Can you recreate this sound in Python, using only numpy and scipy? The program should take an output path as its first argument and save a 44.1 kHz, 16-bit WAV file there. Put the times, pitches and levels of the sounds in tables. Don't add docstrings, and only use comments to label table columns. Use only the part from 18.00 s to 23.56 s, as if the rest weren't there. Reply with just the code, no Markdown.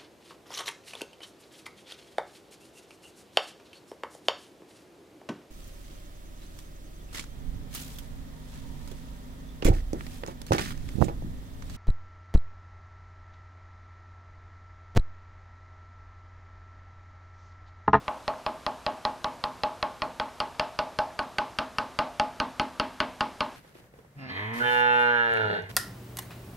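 import sys
import numpy as np
from scipy import signal
from scipy.fft import rfft, irfft, next_fast_len
from scipy.io import wavfile

SR = 44100
rng = np.random.default_rng(int(sys.argv[2]) if len(sys.argv) > 2 else 0)


def unload_wav(signal):
    wavfile.write(
        sys.argv[1],
        SR,
        np.round(np.clip(np.atleast_2d(signal).T, -1, 1) * 32767).astype(np.int16),
    )


N = 245190
CUTOFF_HZ = 13000


def from_db(db):
    return 10 ** (np.asarray(db) / 20)


def at_hz(points, hz, column=1):
    table = np.array(points)
    return np.interp(np.log(np.maximum(hz, 1)), np.log(table[:, 0]), table[:, column])


def around(hz, centre_hz, octaves):
    return np.exp(-(np.log2(hz / centre_hz) / octaves) ** 2)


def coloured(spectrum, shape):
    hz = np.fft.rfftfreq(shape[-1], 1 / SR)
    white = rfft(rng.standard_normal(shape))
    noise = irfft(white * from_db(at_hz(spectrum, hz)), shape[-1])
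    return noise / noise.std()


# pitch_hz, likeness (0-1)
LIKENESS = [(50, 0.75), (800, 1), (4000, 0.95), (12000, 0.85)]


def widen(pair):
    size = pair.shape[-1]
    alike = at_hz(LIKENESS, np.fft.rfftfreq(size, 1 / SR))
    mid, side = rfft(pair)
    mid = mid * np.sqrt((1 + alike) / 2)
    side = side * np.sqrt((1 - alike) / 2)
    return irfft(np.array([mid + side, mid - side]), size)


# (per Hz, relative)
FLOOR = [(25, -0.5), (70, 4), (150, -2.5), (280, -1.5), (450, -1.5), (800, -1), (1200, -1), (2000, -10),
         (4000, -13.5), (7000, -18.5), (13000, -25)]
FLOOR_DB = -49
WHINE_HZ, WHINE_DB = 12100, -100


def background():
    hush = from_db(FLOOR_DB) * widen(coloured(FLOOR, (2, N)))
    whine = np.sqrt(2) * np.sin(2 * np.pi * WHINE_HZ * np.arange(N) / SR)
    return hush + from_db(WHINE_DB) * whine


def ring(t, hz, t60):
    t = np.maximum(t, 0)
    return np.sin(2 * np.pi * hz * t) * from_db(-60 * t / t60)


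def lay_at(sounds, times):
    out = np.zeros(N + SR)
    for sound, start_s in zip(sounds, times):
        start = round(start_s * SR)
        out[start:start + len(sound)] += sound
    return out[:N]


def two_draws():
    return rng.standard_normal((len(TAPS), 2)).T[:, :, None]


# start_s, level_db
THUMP = [(0.1, -3.5), (0.9, 0), (1.5, -1.5), (2.8, -2), (3.7, 1), (4.6, 7), (5.5, 2.5)]
THUMP_HZ, THUMP_OCTAVES = 270, 0.73
BITE_HZ, BITE_OCTAVES = 674, 0.24
STEEL_HZ, STONE_FOLLOWS = 1340, 0.18
CLACK_HZ = 3000
# start_s, force_db, bite_db (how firmly the edge seats and bends the slab),
# hardness_db_per_octave (of the contact)
TAPS = [(0.0803, -4.5, -1, -22), (0.2789, -3.5, 4, -4), (0.4634, -3, 1.5, -4.5), (0.6644, -3.5, -1, -1.5),
        (0.864, -1.5, 3, -3), (1.051, -2, 0.5, -2), (1.2438, -2, -3.5, -7), (1.439, -3, -5, 1),
        (1.6346, -0.5, 1, -5), (1.827, -.5, -1, -6), (2.0196, -1.5, 0.5, -5), (2.1986, -0.5, -3.5, -7.5),
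        (2.4021, -0.5, -3.5, 1.5), (2.5962, 3, 2.5, 0), (2.7896, -1, 5.5, 1.5), (2.988, -1.5, 7, 2.5),
        (3.1908, -1, -3, -1), (3.3842, 1.5, 0, 0), (3.5869, 1.5, -4.5, 1.5), (3.7842, 1, -4.5, 1.5),
        (3.9889, 2.5, 5, 0.5), (4.1974, 1.5, 1, 1), (4.4004, 2, -3.5, -1.5), (4.5969, 3, -7, -2),
        (4.798, 3.5, -0.5, -0.5), (5.0027, 6, -2.5, -5), (5.2075, 2.5, -5, -2), (5.4062, 2.5, -3.5, -2)]
START_S, FORCE_DB, BITE_DB, HARDNESS = np.transpose(TAPS)[:, :, None]
TAP_TIMES = START_S[:, 0]


def strength(hz):
    steel = 1 / (1 + (STEEL_HZ / hz) ** 8)
    force = FORCE_DB * (steel + STONE_FOLLOWS * (1 - steel))
    brightness = HARDNESS * max(0, np.log2(hz / CLACK_HZ))
    bite = BITE_DB * around(hz, BITE_HZ, BITE_OCTAVES)
    thump = np.interp(START_S, *np.transpose(THUMP)) * around(hz, THUMP_HZ, THUMP_OCTAVES)
    return from_db(force + brightness + bite + thump)


# start_s, turn (0-1)
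TURN = [(0, 0.15), (1.2, 0), (2.0, 0.04), (2.6, 0.9), (3.5, 0.87), (4.3, 0.94), (5.5, 0.88)]
# pitch_before_hz, pitch_after_hz, level_before_db, level_after_db, t60_s
CHISEL = [(1171, 1250, -25.5, -22, 0.045), (1488, 1504, -35.5, -25, 0.073),
          (1830, 1613, -32, -13.5, 0.0023), (1857, 2000, -24.5, -27, 0.017),
          (2180, 2180, -18.5, -14, 0.0028), (2655, 2780, -28, -21, 0.022), (3244, 3170, -23.5, -24, 0.012),
          (4120, 3560, -19.5, -40, 0.0096), (4870, 4410, -18, -22, 0.0077),
          (5254, 4830, -18.5, -19, 0.0038), (5430, 6300, -74, -29, 0.0054),
          (8760, 9350, -37.5, -39.5, 0.0096)]


def chisel(t, detune, scatter_db):
    turn = np.interp(START_S, *np.transpose(TURN))
    out = 0
    for k, (hz_before, hz_after, db_before, db_after, t60) in enumerate(CHISEL):
        pitch, share = two_draws()
        hz = (hz_before + turn * (hz_after - hz_before)) * (1 + detune * pitch)
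        db = db_before + turn * (db_after - db_before) + scatter_db * share
        polarity = (-1) ** max(k - 1, 0)
        out = out + polarity * strength(hz_after) * from_db(db) * ring(t, hz, t60)
    return out


# pitch_hz, level_db, t60_s
HAMMER = [(2500, -44, 0.076), (4300, -43.5, 0.09)]
HAMMER_FOLLOWS, HAMMER_SCATTER_DB = 1.5, 5.5


def hammer(t, detune):
    pitch, off_centre = two_draws()
    ring_db = HAMMER_FOLLOWS * FORCE_DB + HAMMER_SCATTER_DB * off_centre
    return sum(from_db(db + ring_db) * ring(t, hz * (1 + detune * pitch), t60) for hz, db, t60 in HAMMER)


def thin(steel, cut_hz):
    return signal.sosfilt(signal.butter(1, cut_hz, "high", fs=SR, output="sos"), steel)


# (per Hz, relative)
CRUNCH = [(200, -37), (900, -21), (1500, 23), (3000, 15), (5000, -16), (6200, 1), (8000, -14), (10000, -13),
          (13000, -69)]


def crunch(t, level_db, t60, rise_s):
    burst = (1 - np.exp(-t / rise_s)) * from_db(-60 * t / t60)
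    grit = coloured(CRUNCH, (len(TAPS), len(t)))
    return from_db(level_db) * strength(CLACK_HZ) * burst * grit


def struck(t, modes, lag_s, detune, scatter_db):
    out = 0
    for hz, db, t60 in modes:
        pitch, share = two_draws()
        height = strength(hz) * from_db(db + scatter_db * share)
        arrival = lag_s * np.sqrt(1000 / hz)
        out = out + height * ring(t - arrival, hz * (1 + detune * pitch), t60)
    return out


# pitch_hz, level_db, t60_s
SLAB = [(587, -49, 0.48), (611.8, -29.5, 0.2), (625, -41.5, 0.38), (635.3, -36.5, 0.4), (696, -48, 0.62),
        (844, -24.5, 0.23), (895, -35.5, 0.3), (930, -45.5, 0.53), (1030, -45.5, 0.3), (1048, -42.5, 0.32),
        (1096, -36.5, 0.2), (1165, -53, 0.61), (1183, -48, 0.53)]


def slab(t):
    return struck(t, SLAB, lag_s=0.001453, detune=0.002, scatter_db=2.53)


# pitch_hz, level_db, t60_s
BENCH = [(79, -38, 0.035), (123, -38.5, 0.041), (179.4, -39, 0.061), (228.6, -41, 0.23), (252.2, -46, 0.58),
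         (266.2, -39, 0.3), (309.8, -42.5, 0.25), (404, -57.5, 0.32)]


def bench(t):
    return struck(t, BENCH, lag_s=0.001, detune=0.005, scatter_db=0.5)


# pitch_hz, level_db (per Hz, relative), t60_s
ROOM = [(50, -13, 1), (250, -8.5, 0.45), (530, -3.5, 0.27), (556, -2, 0.4), (950, 3, 0.39), (1030, 6, 0.23),
        (1860, -13.5, 0.39), (3020, -16.5, 0.4), (5070, -21, 0.31), (6500, -41, 0.42), (12000, -50, .1)]


def reflections(size, same):
    now = np.arange(size)
    starts = np.round(TAP_TIMES * SR).astype(int)
    latest = np.maximum(np.searchsorted(starts, now, "right") - 1, 0)
    since_tap = now - starts[latest]
    fresh = coloured(ROOM, (2, size))
    repeated = coloured(ROOM, (2, size))[:, since_tap]
    return np.sqrt(1 - same) * fresh + np.sqrt(same) * repeated


def room(t, level_db, onset_s, early_db, early_t60, early_hz, patchy_db):
    size = next_fast_len(N)
    hz = np.fft.rfftfreq(size, 1 / SR)
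    diffuse = rfft(widen(reflections(size, same=0.37)))
    edges = np.geomspace(100, CUTOFF_HZ, 19)
    out = 0
    for low, high in zip(edges, edges[1:]):
        centre = np.sqrt(low * high)
        brightness = centre ** 2 / (centre ** 2 + early_hz ** 2)
        early = from_db(early_db - 60 * t / early_t60) * brightness
        late = from_db(-60 * t / at_hz(ROOM, centre, column=2))
        drive = strength(centre) * from_db(patchy_db * rng.standard_normal((len(TAPS), 1)))
        envelope = drive * (early + late) * (1 - np.exp(-(t / onset_s) ** 2))
        band = irfft(diffuse * ((hz >= low) & (hz < high)), size)[:, :N]
        out = out + band * np.sqrt(lay_at(envelope ** 2, TAP_TIMES))
    return from_db(level_db) * out


# start_s, level_db, pitch_hz, t60_s
CHIPS = [(0.338, -34, 1590, 0.012), (3.105, -43, 1680, .03), (4.618, -44, 9600, .012)]


def chips(t):
    ticks = [from_db(db) * ring(t, hz, t60) for _, db, hz, t60 in CHIPS]
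    return lay_at(ticks, [row[0] for row in CHIPS])


def scene():
    t = np.arange(SR // 3) / SR
    steel = chisel(t, detune=0.017, scatter_db=2.14) + hammer(t, detune=0.0056)
    stone = slab(t) + crunch(t, level_db=-24.5, t60=0.02, rise_s=0.00092)
    taps = lay_at(thin(steel, cut_hz=460) + stone + bench(t), TAP_TIMES)
    echoes = room(t, level_db=-30.0, onset_s=0.00066, early_db=14.5, early_t60=0.019,
                  early_hz=2200, patchy_db=0.76)
    return taps + echoes + chips(t) + background()


def record(dry, low_cut_hz=34):
    thinned = signal.sosfilt(signal.butter(2, low_cut_hz, "high", fs=SR, output="sos"), dry)
    return signal.sosfilt(signal.ellip(10, .2, 70, CUTOFF_HZ, fs=SR, output="sos"), thinned)


dry = scene()
out = record(dry)
unload_wav(out)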